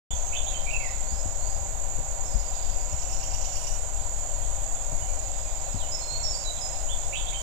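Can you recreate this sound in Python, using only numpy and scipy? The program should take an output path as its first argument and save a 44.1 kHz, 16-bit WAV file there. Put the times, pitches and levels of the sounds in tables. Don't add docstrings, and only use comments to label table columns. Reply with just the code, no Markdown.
import sys
import numpy as np
from scipy import signal
from scipy.fft import rfft, irfft
from scipy.io import wavfile

SR = 44100
rng = np.random.default_rng(int(sys.argv[2]) if len(sys.argv) > 2 else 0)


def file_out(sig):
    cols = np.atleast_2d(sig).T
    lim = np.clip(cols, -1, 1)
    pcm = np.round(lim * 32767).astype(np.int16)
    wavfile.write(sys.argv[1], SR, pcm)


N = 327222
TIME = np.arange(N) / SR

# resonance_hz, width_hz, level_db, throb_weight
CICADA_GROUPS = [(6834, 54, -44, 0.8), (6767, 520, -36, 0.09), (7144, 166, -38, 0.14),
                 (7480, 284, -38.5, 0.14), (7770, 190, -45.5, 0.1)]
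# start_s, end_s, held_level_db, attack_s
RASP_BOUTS = [(0, .8, -59, .05), (1.36, 2.4, -60, .08), (3.537, 5.2, -50, 0.083), (5.3, 7.42, -49, 1.27)]
# time_s, level_db
FAR_BIRD_LEVELS = [(0, -55), (.7, -48.5), (1.7, -61), (2.6, -49.5), (4.6, -53), (5.4, -49), (7.42, -50)]
# frequency_hz, density_db
AIR_SPECTRUM = [(15, -57), (50, -75), (80, -76.5), (400, -81), (1700, -83), (3000, -87), (4200, -87.5),
                (5500, -87), (6200, -97), (8400, -91.5), (10000, -94), (12000, -96.5), (14000, -89.5)]
# frequency_hz, relative_density_db
RUMBLE_SPECTRUM = [(10, -37.5), (25, -36.5), (48, -45), (75, -51.5), (110, -57), (160, -68.5), (280, -83.5),
                   (600, -80), (2000, -115)]
# frequency_hz, density_db
HISS_SPECTRUM = [(100, -84.5), (500, -78), (1100, -88.5), (1700, -90.5), (2400, -88), (4000, -92.5),
                 (6000, -96), (9000, -96.5), (14000, -98.5)]
# resonance_hz, width_hz, level_db
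HOUSING_MODES = [(550.7, 75, -46.5), (631.3, 88, -45), (714.4, 68, -47.5), (783.5, 73, -45),
                 (965, 71, -49.5), (1052, 250, -55.5), (1202, 120, -62), (1442, 130, -59)]
# offset_s, length_s, start_hz, middle_hz, end_hz, level_db, rasp_amount
WARBLE_NOTES = [(0, .04, 2790, 3387, 3450, -36.5, 0.04), (.238, .026, 2290, 2585, 2620, -30.5, 0.29),
                (.263, .029, 2800, 3230, 3410, -31, .48), (.376, 0.0306, 3160, 3446, 3580, -35.5, 0.59),
                (0.435, 0.0178, 2090, 2370, 2990, -41.5, 0.57), (0.455, 0.0214, 3160, 3130, 3100, -31.5, 0),
                (0.575, .06, 2450, 2357, 2760, -31, 0.27), (.646, 0.027, 2704, 2633, 2540, -26, 0.02),
                (.708, 0.09, 2240, 2107, 1870, -36, 0.13)]
# start_s, gain_db
WARBLE_ENTRIES = [(.085, -.5), (6.887, 1.5)]
# start_s, level_db, pitch_hz, lowpass_hz
FINGER_BUMPS = [(.133, -22, 66, 130), (1.12, -17.5, 55.3, 188), (1.254, -21.5, 79.5, 327),
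                (1.982, -25.5, 121, 600), (2.256, -29.5, 59.6, 270), (2.343, -11.5, 43.5, 148),
                (2.927, -17, 68.4, 127), (4.922, -22, 94.5, 320), (5.742, -16, 95, 323)]
# start_s, length_s, pitch_hz, level_db
PEEP_NOTES = [(.148, 0.029, 6600, -26.5), (.26, 0.038, 6620, -28.5), (.366, 0.0246, 6800, -28),
              (.479, .022, 6980, -24)]
# start_s, length_s, pitch_hz, level_db
SLUR_NOTES = [(.77, 0.16, 5300, -46), (1.044, 0.17, 5230, -42.5), (1.371, .19, 4980, -44)]
# start_s, length_s, pitch_hz, level_db
FLICK_NOTES = [(1.308, 0.02, 6400, -43)]
# start_s, length_s, pitch_hz, level_db
CHIRP_NOTES = [(4.74, 0.033, 3400, -46), (5.011, 0.022, 2955, -41), (5.075, 0.042, 2350, -44),
               (5.165, .39, 4950, -51)]
# start_s, length_s, start_hz, end_hz, level_db
TUNE_NOTES = [(5.775, 0.089, 4670, 2950, -40.5), (5.912, .06, 4900, 5400, -28),
              (6.002, 0.13, 4260, 4200, -34), (6.113, 0.079, 4210, 4328, -32),
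              (6.226, 0.073, 5680, 5390, -24.5), (6.327, 0.049, 4590, 4810, -31),
              (6.442, 0.07, 4010, 3900, -31), (6.554, .047, 3960, 3280, -44),
              (6.605, 0.063, 5210, 5170, -30.5)]


def from_db(db):
    return 10 ** (np.asarray(db) / 20)


def unit_power(x):
    return x / np.sqrt(np.mean(x ** 2) + 1e-20)


def drift(rate_hz):
    knots = rng.standard_normal(4000)
    return unit_power(np.interp(TIME * rate_hz, np.arange(len(knots)), knots))


def impulses(per_s, samples=N):
    return rng.standard_normal(samples) * (rng.random(samples) < per_s / SR)


def coloured_noise(spectrum):
    hz, density_db = np.transpose(spectrum)
    bins_hz = np.maximum(np.fft.rfftfreq(N, 1 / SR), 1)
    gain = from_db(np.interp(np.log(bins_hz), np.log(hz), density_db))
    return irfft(rfft(rng.standard_normal(N)) * gain, N) * np.sqrt(SR / 2)


def resonate(x, hz, width_hz):
    radius = np.exp(-np.pi * width_hz / SR)
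    section = [1, 0, -1, 1, -2 * radius * np.cos(2 * np.pi * hz / SR), radius * radius]
    return unit_power(signal.sosfilt([section, section], x))


def throb(rate_hz, depth, wander):
    phase = 2 * np.pi * np.cumsum(rate_hz * (1 + wander * drift(3))) / SR
    return 1 + depth * (np.cos(phase) + .5 * np.cos(2 * phase))


def add(out, start_s, sound):
    at = max(round(start_s * SR), 0)
    out[at:at + len(sound)] += sound[:max(N - at, 0)]


def syrinx(length_s, pitches_hz, harmonics_db=(0,), rasp=0, rasp_hz=420, flutter=.15, edge=.23):
    progress = np.linspace(0, 1, round(length_s * SR))
    shake = np.interp(progress * length_s * 700, np.arange(400), rng.standard_normal(400))
    glide_hz = np.polyval(np.polyfit([0, .5, 1], pitches_hz, 2), progress)
    phase = 2 * np.pi * np.cumsum(glide_hz + rasp * rasp_hz * shake) / SR
    tone = sum(from_db(db) * np.sin(k * phase) for k, db in enumerate(harmonics_db, 1))
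    return tone * signal.windows.tukey(len(tone), edge) * (1 + flutter * shake)


def slowing_run(gap_s, slowing_s, count):
    k = np.arange(count)
    return gap_s * k + slowing_s * k * (k - 1) / 2


def among_trees(x, wet_db, t60_s, echoes_per_s):
    t = TIME[:SR]
    echoes = impulses(echoes_per_s, SR) * from_db(-60 * t / t60_s) * (t > .004)
    return x + from_db(wet_db) * signal.fftconvolve(x, echoes / np.linalg.norm(echoes))[:N]


def cicadas():
    out = np.zeros(N)
    rhythm = throb(rate_hz=40.6, depth=.56, wander=.011) - 1
    for hz, width_hz, level_db, throb_weight in CICADA_GROUPS:
        clicks = impulses(per_s=9000) * (1 + throb_weight * rhythm)
        out += from_db(level_db + .5 * drift(4.4)) * resonate(clicks, hz, width_hz)
    return out


def rasping_insect():
    accent_db, accent_s, release_s = 13.5, .13, .08
    effort = np.zeros(N)
    for start_s, end_s, held_db, attack_s in RASP_BOUTS:
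        since, after = np.maximum(TIME - start_s, 0), np.maximum(TIME - end_s, 0)
        strength = from_db(held_db + accent_db * np.exp(-since / accent_s))
        effort += strength * np.minimum(since / attack_s, 1) * np.exp(-after / release_s)
    teeth = impulses(per_s=6000) * throb(rate_hz=20, depth=.3, wander=.15)
    return effort * from_db(drift(24)) * resonate(teeth, hz=8350, width_hz=1900)


def far_birds():
    out = np.zeros(N)
    for when, pitch, glide, length in rng.random((900, 4)):
        hz = 2050 + 3900 * pitch
        contour = 1 + .3016 * (glide - .5) * np.array([-1, 0, 1])
        add(out, when * N / SR, syrinx(.0149 + .035 * length, hz * contour, rasp=.298))
    haze = unit_power(among_trees(out, wet_db=9, t60_s=.67, echoes_per_s=3000))
    return from_db(np.interp(TIME, *np.transpose(FAR_BIRD_LEVELS))) * haze


def hand_rumble():
    sway_db, settling_db_per_s = 1.1, .27
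    rumble = coloured_noise(RUMBLE_SPECTRUM)
    audible = signal.sosfilt(signal.butter(4, 25, "high", fs=SR, output="sos"), rumble)
    grip = 2 * from_db(-35.5 - settling_db_per_s * TIME + sway_db * drift(7))
    return grip * rumble / audible.std()


def motor_whirr():
    return sum(from_db(level_db) * resonate(rng.standard_normal(N), hz, width_hz)
               for hz, width_hz, level_db in HOUSING_MODES)


def warbler():
    out = np.zeros(N)
    for start_s, gain_db in WARBLE_ENTRIES:
        for offset_s, length_s, *pitches_hz, level_db, rasp in WARBLE_NOTES:
            tone = syrinx(length_s, pitches_hz, [0, -30], rasp, rasp_hz=400, flutter=.26)
            add(out, start_s + offset_s, from_db(gain_db + level_db) * tone)
    return among_trees(out, wet_db=.5, t60_s=.57, echoes_per_s=1600)


def finger_bumps():
    out, t = np.zeros(N), TIME[:SR // 4]
    attack = 1 - np.exp(-t / .0024)
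    for start_s, level_db, hz, lowpass_hz in FINGER_BUMPS:
        lowpass = signal.butter(4, lowpass_hz, fs=SR, output="sos")
        rub = unit_power(signal.sosfilt(lowpass, rng.standard_normal(len(t)))) * np.exp(-t / .012)
        thud = np.sin(2 * np.pi * hz * t) * np.exp(-t * hz / 2)
        add(out, start_s, from_db(level_db) * (thud + .5 * rub) * attack)
    return out


def whistlers():
    sung, direct = np.zeros((2, N))

    def whistle(start_s, length_s, pitches_hz, level_db, direct_share):
        tone = from_db(level_db) * syrinx(length_s, pitches_hz, rasp=.06, edge=.42)
        add(sung, start_s, tone)
        add(direct, start_s, direct_share * tone)

    def calls(notes, pitch_ratios, direct_share):
        for start_s, length_s, hz, level_db in notes:
            whistle(start_s, length_s, hz * np.array(pitch_ratios), level_db, direct_share)

    for start_s, length_s, start_hz, end_hz, level_db in TUNE_NOTES:
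        middle_hz = start_hz + .85 * (end_hz - start_hz)
        whistle(start_s, length_s, (start_hz, middle_hz, end_hz), level_db, direct_share=.9)
    calls(PEEP_NOTES, pitch_ratios=(.94, .96, .99), direct_share=.77)
    calls(SLUR_NOTES, pitch_ratios=(.77, .96, 1), direct_share=.51)
    calls(FLICK_NOTES, pitch_ratios=(.74, .87, 1), direct_share=.9)
    calls(CHIRP_NOTES, pitch_ratios=(1, 1.015, .95), direct_share=.5)
    echoes = among_trees(sung, wet_db=-2, t60_s=.65, echoes_per_s=1500) - sung
    return direct + echoes


def triller():
    start_s, level_db, fade_db_per_s = 2.238, -49, 8
    floor_hz, sag_hz, sag_s = 4800, 533, .092
    out = np.zeros(N)
    for since in slowing_run(gap_s=.067, slowing_s=.0036, count=8):
        hz = floor_hz + sag_hz * np.exp(-since / sag_s)
        tone = syrinx(.041, hz * np.array([.94, 1.01, .96]), rasp=.6)
        add(out, start_s + since, from_db(level_db - fade_db_per_s * since) * tone)
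    return among_trees(out, wet_db=9, t60_s=.3, echoes_per_s=4000)


def scolder():
    start_s, top_hz, swell_db, swell_s = 2.915, 3062, 9.5, .11
    arch_hz, harmonics_db = top_hz * np.array([.58, .96, .84]), [-7.5, 3, -23, -22]
    out = np.zeros(N)
    for since in slowing_run(gap_s=.1019, slowing_s=.0018, count=8):
        onset_s = start_s + since
        effort_db = -swell_db * np.exp(-since / swell_s)
        level_db = -35 + effort_db
        chip = syrinx(.021, arch_hz, harmonics_db, rasp=.31, edge=.53)
        air = resonate(rng.standard_normal(len(chip)), hz=11000, width_hz=5000) * np.hanning(len(chip))
        hold = syrinx(.016, top_hz * np.array([.98, 1, .98]), [-20, 0], rasp=.19, edge=.7)
        lead_in = syrinx(.0225, arch_hz * .96, harmonics_db, rasp=.27, edge=.65)
        add(out, onset_s - .03, from_db(level_db - 6) * lead_in)
        add(out, onset_s, from_db(level_db) * (chip + from_db(-14.5) * air))
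        add(out, onset_s + .01, from_db(level_db - 6 + 2 * effort_db) * hold)
    return among_trees(out, wet_db=2, t60_s=.45, echoes_per_s=2300)


def scene():
    insects = cicadas() + rasping_insect()
    birds = warbler() + whistlers() + scolder() + triller() + far_birds()
    faint_forest = from_db(-40.5) * insects + from_db(-33.5) * birds
    left = among_trees(faint_forest, wet_db=7.5, t60_s=.092, echoes_per_s=3300)
    left += hand_rumble() + coloured_noise(HISS_SPECTRUM) + motor_whirr() + finger_bumps()
    right = insects + birds + coloured_noise(AIR_SPECTRUM)
    return np.array([left, right])


def record(dry):
    start_s, cutoff_hz = .106, 14300
    gate = np.clip((TIME - start_s) / .002, 0, 1)
    return signal.sosfilt(signal.ellip(12, .1, 80, cutoff_hz, fs=SR, output="sos"), dry * gate)


dry = scene()
out = record(dry)
file_out(out)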